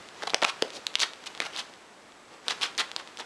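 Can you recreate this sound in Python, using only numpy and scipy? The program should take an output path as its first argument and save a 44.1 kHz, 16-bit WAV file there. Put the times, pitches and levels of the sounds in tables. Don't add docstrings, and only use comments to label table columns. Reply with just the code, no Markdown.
import sys
import numpy as np
from scipy import signal
from scipy.fft import rfft, irfft
from scipy.io import wavfile

SR = 44100
rng = np.random.default_rng(int(sys.argv[2]) if len(sys.argv) > 2 else 0)


def digitize_waveform(pressure):
    field = np.atleast_2d(pressure).T
    bounded = np.clip(field, -1, 1)
    quanta = np.round(bounded * 32767).astype(np.int16)
    wavfile.write(sys.argv[1], SR, quanta)


N = 143325
TAPS = 2048
HZ = np.fft.rfftfreq(TAPS, 1 / SR) + 1
T = np.arange(N) / SR


def amp(db):
    return 10 ** (np.asarray(db) / 20)


def unit(x):
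    return x / np.sqrt(np.mean(x ** 2) + 1e-20)


def read(points, hz=HZ):
    f, value = np.transpose(points)
    return np.interp(np.log(hz), np.log(f), value)


def add(mix, start_s, sound):
    part = mix[max(round(start_s * SR), 0):][:len(sound)]
    part += sound[:len(part)]


def bump(hz, octaves):
    return np.exp(-.5 * (np.log2(HZ / hz) / octaves) ** 2)


def impulse(colour_db):
    log_gain = np.log(amp(colour_db))
    both_sides = np.r_[log_gain, log_gain[-2:0:-1]]
    click = np.fft.ifft(np.exp(np.conj(signal.hilbert(both_sides)))).real
    return click / np.linalg.norm(click)


def tinted(x, colour_db):
    return signal.fftconvolve(x, impulse(colour_db))[:len(x)]


def band(hz, octaves):
    colour_db = 20 * np.log10(bump(hz, octaves) + 0.00088)
    return unit(tinted(rng.standard_normal(N), colour_db))


RING_OCTAVES = 0.26
TUG_HZ = 1390


def tug(shelf_db):
    return shelf_db / (1 + (HZ / TUG_HZ) ** 2)


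# start_s, level_db (click peak before the steps), ring_hz, tug_db (low shelf), second_step_delay_s
THREAD_SNAGS = [(0.2226, -19, 1800, 20, 0.00059), (.273, -14.5, 3400, 12, 0.00021),
                (.297, -20, 3260, -4, 0.00027), (.303, -16.5, 3660, 7, .0002),
                (0.3356, -16.5, 2200, 34, 0.00081), (.3448, 0.5, 4130, 6, .00035),
                (0.419, -15, 3320, 3, 0.00023), (0.4343, -13, 3780, -21, 0.00028),
                (0.4449, -6.5, 2600, 14, 0.00085), (.4486, -5, 2750, 8, 0.000765),
                (0.6231, -3, 3740, 7, 0.000629), (.8677, -8, 4430, -18, 0.00028),
                (0.9547, -5, 3340, -14, 0.000049), (0.9952, -14.5, 3380, -2, 0.00024),
                (0.999, -17, 4400, -25, 0.00029), (1.0025, -7.5, 5200, -6.5, .0003),
                (1.0077, -17, 5400, -11, 0.00028), (1.016, -18, 5650, 0, 0.00023),
                (1.4026, -7.5, 2550, 8.5, 0.000508), (1.563, -19, 4100, -13, 0.00024),
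                (2.4823, -9, 3650, 0.5, 0.00023), (2.5208, -20, 2780, 8, 0.00068),
                (2.613, -20, 4800, 14, .00022), (2.7789, -15.5, 5360, -31, 0.00016),
                (2.7825, -14.5, 3580, -7, 0.00045), (2.9634, -12.5, 4800, 0, .00025),
                (3.1725, -24.5, 3900, -14, 0.00036)]
# pitch_hz, relative_db
SNAG_SPECTRUM = [(50, -33), (200, -17.5), (450, -1), (1000, 4.5), (2000, 5.5), (3500, 4.5), (5300, 2),
                 (7500, -5.5), (10500, -14.5), (16000, -48)]
RING_DB = 6.5
RING_BUILD_HZ = 1380
SECOND_STEP = .62
SNAG_FRAY, SNAG_FRAY_S = 0.067, .0014


def snags():
    out, t = np.zeros(N), T[:TAPS]
    for start_s, level_db, ring_hz, tug_db, delay_s in THREAD_SNAGS:
        ring = RING_DB * bump(ring_hz, RING_OCTAVES)
        click = impulse(read(SNAG_SPECTRUM) + ring + tug(tug_db))
        build = -np.exp(-2j * np.arctan((HZ ** 2 - ring_hz ** 2) / (HZ * RING_BUILD_HZ)))
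        two_steps = 1 + SECOND_STEP * np.exp(-2j * np.pi * HZ * delay_s)
        steps = irfft(rfft(click) * build * two_steps)
        fray = SNAG_FRAY * rng.standard_normal(TAPS) * np.exp(-t / SNAG_FRAY_S)
        fibres = signal.fftconvolve(click, fray)[:TAPS]
        add(out, start_s, amp(level_db) * (steps + fibres) / abs(click).max())
    return out


# start_s, rise_s, fall_s, level_db (before spread and density scaling),
# first_slips_per_s, tug_db (low shelf), ring_hz
CLAW_RAKES = [(.226, .011, 0.0023, -30, 303, 8, 1420), (.271, 0.006, 0.0027, -26, 490, 7.5, 1380),
              (0.4204, .0065, 0.010, -19.5, 438, 12.5, 545), (.4448, 0.004, 0.0039, -20, 450, 9, 1200),
              (0.461, 0.038, 0.0086, -30, 510, -6, 3000), (.730, .040, 0.011, -39.5, 366, -55, 4930),
              (1.0085, 0.011, 0.016, -22.5, 330, -14, 6100), (1.0243, 0.0092, 0.010, -23, 352, -2.5, 3250),
              (1.260, .012, 0.0063, -32, 440, -20, 3350), (1.413, 0.0077, 0.012, -30.5, 330, 8, 1850),
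              (1.434, 0.033, 0.0061, -33.5, 273, -4.5, 2240), (1.529, 0.035, 0.005, -37.5, 237, -4, 3280),
              (1.570, 0.025, 0.016, -29.5, 450, -8, 3180), (2.487, 0.021, 0.016, -25.5, 230, -7.5, 3800),
              (2.613, .021, 0.027, -24.5, 330, -6.5, 3130), (2.783, 0.023, 0.013, -22.5, 341, -4.5, 3900),
              (2.976, 0.026, 0.016, -38.5, 240, 6, 3500), (3.182, 0.022, 0.018, -34, 175, -0.5, 3100)]
# pitch_hz, relative_db
RAKE_SPECTRUM = [(50, -67), (200, -15), (400, -6), (1000, -1), (1800, -4), (2600, -2), (3500, -2),
                 (5300, -6.5), (7500, -13.5), (10500, -21), (16000, -57)]
SPEEDUP = 2.2
SLIP_JITTER, SLIP_SPREAD_DB = .4, 3
THREAD_HZ, THREAD_SPREAD_OCTAVES, THREAD_DB = 2300, 1.6, 8
RAKE_START_DB, RAKE_FALL_DB = -9, -12
RAKE_RING_DB = 2.5
EARLY_DB_PER_OCTAVE, LATE_DB_PER_OCTAVE = 0.37, -1.7
FRAY_SHARE, FRAY_S = .72, .0008


def rakes():
    out = np.zeros(N)
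    fray = np.exp(-T[:TAPS // 8] / FRAY_S)
    for start_s, rise_s, fall_s, level_db, rate, tug_db, ring_hz in CLAW_RAKES:
        colour = read(RAKE_SPECTRUM) + tug(tug_db) + RAKE_RING_DB * bump(ring_hz, RING_OCTAVES)
        draws = rng.uniform(-1, 1, (200, 3))
        puffs = rng.standard_normal((200, len(fray)))
        t = 0
        for (jitter, size, pitch), fibres in zip(draws, puffs):
            if t > rise_s + 2 * fall_s:
                break
            progress = min(t / rise_s, 1)
            gap_s = 1 / (rate * SPEEDUP ** progress)
            if t < rise_s:
                swell_db = RAKE_START_DB * (1 - progress)
            else:
                swell_db = RAKE_FALL_DB * (t - rise_s) / fall_s
            force_db = level_db + SLIP_SPREAD_DB * size + swell_db
            tilt = np.interp(t, [0, rise_s + fall_s], [EARLY_DB_PER_OCTAVE, LATE_DB_PER_OCTAVE])
            thread_hz = THREAD_HZ * 2 ** (THREAD_SPREAD_OCTAVES * pitch)
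            thread = THREAD_DB * bump(thread_hz, RING_OCTAVES)
            slip = np.sqrt(FRAY_SHARE / len(fray)) * unit(fibres * fray)
            slip[0] += np.sqrt(1 - FRAY_SHARE)
            sound = signal.fftconvolve(slip, impulse(colour + thread + tilt * np.log2(HZ)))
            add(out, start_s + t, amp(force_db) * np.sqrt(gap_s * SR) * sound)
            t += gap_s * np.exp(SLIP_JITTER * jitter)
    return out


# start_s, level_db (peak)
FOLD_TICKS = [(0.0884, -28.5), (0.7043, -22.5), (0.9413, -25.5), (.987, -22), (1.135, -25.5), (1.2398, -29),
              (1.3502, -25), (1.3765, -24.5), (1.7385, -32), (2.1218, -36.5), (2.7508, -29), (2.9158, -19),
              (3.075, -27)]
TICK_HZ = 3520


def ticks():
    out = np.zeros(N)
    click = impulse(read(SNAG_SPECTRUM) + RING_DB * bump(TICK_HZ, RING_OCTAVES))
    for start_s, level_db in FOLD_TICKS:
        add(out, start_s, amp(level_db) * click / abs(click).max())
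    return out


# start_s, level_db (before decay and low cut), pitch_hz, t60_s (time to fall 60 dB)
BED_THUMPS = [(.3455, -21.5, 766, 0.0099), (.4272, -10.5, 690, 0.0094), (0.6243, -9.5, 491, 0.015),
              (1.4043, -31.5, 418, 0.021)]
THUMP_LOW_CUT_HZ = 276


def thumps():
    out, t = np.zeros(N), T[:TAPS]
    for start_s, level_db, pitch_hz, t60_s in BED_THUMPS:
        decay = np.exp(-np.log(1000) * t / t60_s)
        add(out, start_s, -amp(level_db) * decay * np.sin(2 * np.pi * pitch_hz * t))
    return signal.lfilter(*signal.butter(2, THUMP_LOW_CUT_HZ, "high", fs=SR), out)


# time_s, level_db
BODY_SLIDE = [(0, -48.5), (.12, -51.5), (.21, -45.5), (.50, -49.5), (.60, -46.5), (.8, -49.5), (1.18, -51),
              (1.55, -47), (1.70, -52.5), (1.9, -59), (2.28, -59.5), (2.34, -52), (2.42, -59.5),
              (2.48, -43.5), (2.75, -49.5), (3.25, -53)]
# pitch_hz, relative_db
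SLIDE_SPECTRUM = [(40, -26), (120, -7.5), (400, 1.5), (1000, 2), (2000, -1), (4000, -5), (7500, -12.5),
                  (11000, -25), (16000, -54)]
# centre_s, half_length_s (to 1/e), level_db (at the centre), pitch_hz
MATTRESS_HEAVES = [(.005, 0.0083, -43, 94), (0.651, 0.016, -42.5, 457), (0.77, 0.024, -42.5, 417)]
HEAVE_OCTAVES = 0.58
CREASES_PER_S, CREASE_SPREAD_DB = 500, 6
CREASE_SHARE = 0.13


def bedding():
    hits = (rng.random(N) < CREASES_PER_S / SR) * rng.choice([-1, 1], N)
    creases = hits * amp(CREASE_SPREAD_DB * np.minimum(rng.exponential(1, N), 4))
    smooth = rng.standard_normal(N)
    friction = np.sqrt(CREASE_SHARE) * unit(creases) + np.sqrt(1 - CREASE_SHARE) * smooth
    rub = tinted(friction, read(SLIDE_SPECTRUM)) * amp(np.interp(T, *np.transpose(BODY_SLIDE)))
    heaves = np.zeros(N)
    for centre_s, half_s, level_db, pitch_hz in MATTRESS_HEAVES:
        swell = np.exp(-((T - centre_s) / half_s) ** 2)
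        heaves += amp(level_db) * swell * band(pitch_hz, HEAVE_OCTAVES)
    return rub + heaves


# pitch_hz, t60_s
BEDROOM_T60 = [(250, 0.25), (1500, 0.27), (4600, 0.3), (10000, 0.25)]
# pitch_hz, relative_db
BEDROOM_SPECTRUM = [(100, -5.5), (1200, 5), (3500, -1), (5800, -2), (10000, 0.5)]
ROOM_BUILD_S = 0.0078


def tail():
    t = T[:SR // 2]
    sparse = rng.random(len(t)) < 1 / 10
    taps = rng.standard_normal(len(t)) * sparse * np.minimum(t / ROOM_BUILD_S, 1)
    hz, at, z = signal.stft(taps, SR, nperseg=256)
    colour = amp(read(BEDROOM_SPECTRUM, hz + 1))[:, None]
    decay = np.exp(-np.log(1000) * at / read(BEDROOM_T60, hz + 1)[:, None])
    h = signal.istft(z * colour * decay, SR)[1]
    return h / np.linalg.norm(h)


ROOM_TURN_S = .04


def room(x, count=5):
    out = np.zeros(N)
    for k in range(count):
        window = np.sin(np.pi / 2 * np.minimum((T / ROOM_TURN_S + k) % count, 2))
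        out += signal.fftconvolve(x * window, tail())[:N]
    return np.sqrt(2) * out


# pitch_hz, relative_db
HISS_SPECTRUM = [(25, -18), (120, -9.5), (300, 1), (1300, -3), (2500, -9.5), (5000, -16), (8000, -18),
                 (11000, -27), (16000, -62)]
HISS_DB = -53.5
WHINE_HZ, WHINE_OCTAVES, WHINE_DB = 7870, 0.02, -75


def hiss():
    noise = amp(HISS_DB) * tinted(rng.standard_normal(N), read(HISS_SPECTRUM))
    return noise + amp(WHINE_DB) * band(WHINE_HZ, WHINE_OCTAVES)


SNAG_SEND_DB, RAKE_SEND_DB, THUMP_SEND_DB = -18.5, -15, -12.5
ECHO_S, ECHO_DB = .0044, -21


def scene():
    snag, rake, thump = snags() + ticks(), rakes(), thumps()
    near = snag + rake + thump
    add(near, ECHO_S, amp(ECHO_DB) * near)
    send = amp(SNAG_SEND_DB) * snag + amp(RAKE_SEND_DB) * rake + amp(THUMP_SEND_DB) * thump
    return (near + room(send) + bedding() + hiss())[None]


FULL_SCALE, EDGE_HZ = .92, 16000


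def record(dry):
    low_pass = signal.firwin(255, EDGE_HZ, window=("kaiser", 8), fs=SR)
    return signal.oaconvolve(np.clip(dry, -FULL_SCALE, FULL_SCALE), low_pass[None], "same")


dry = scene()
out = record(dry)
digitize_waveform(out)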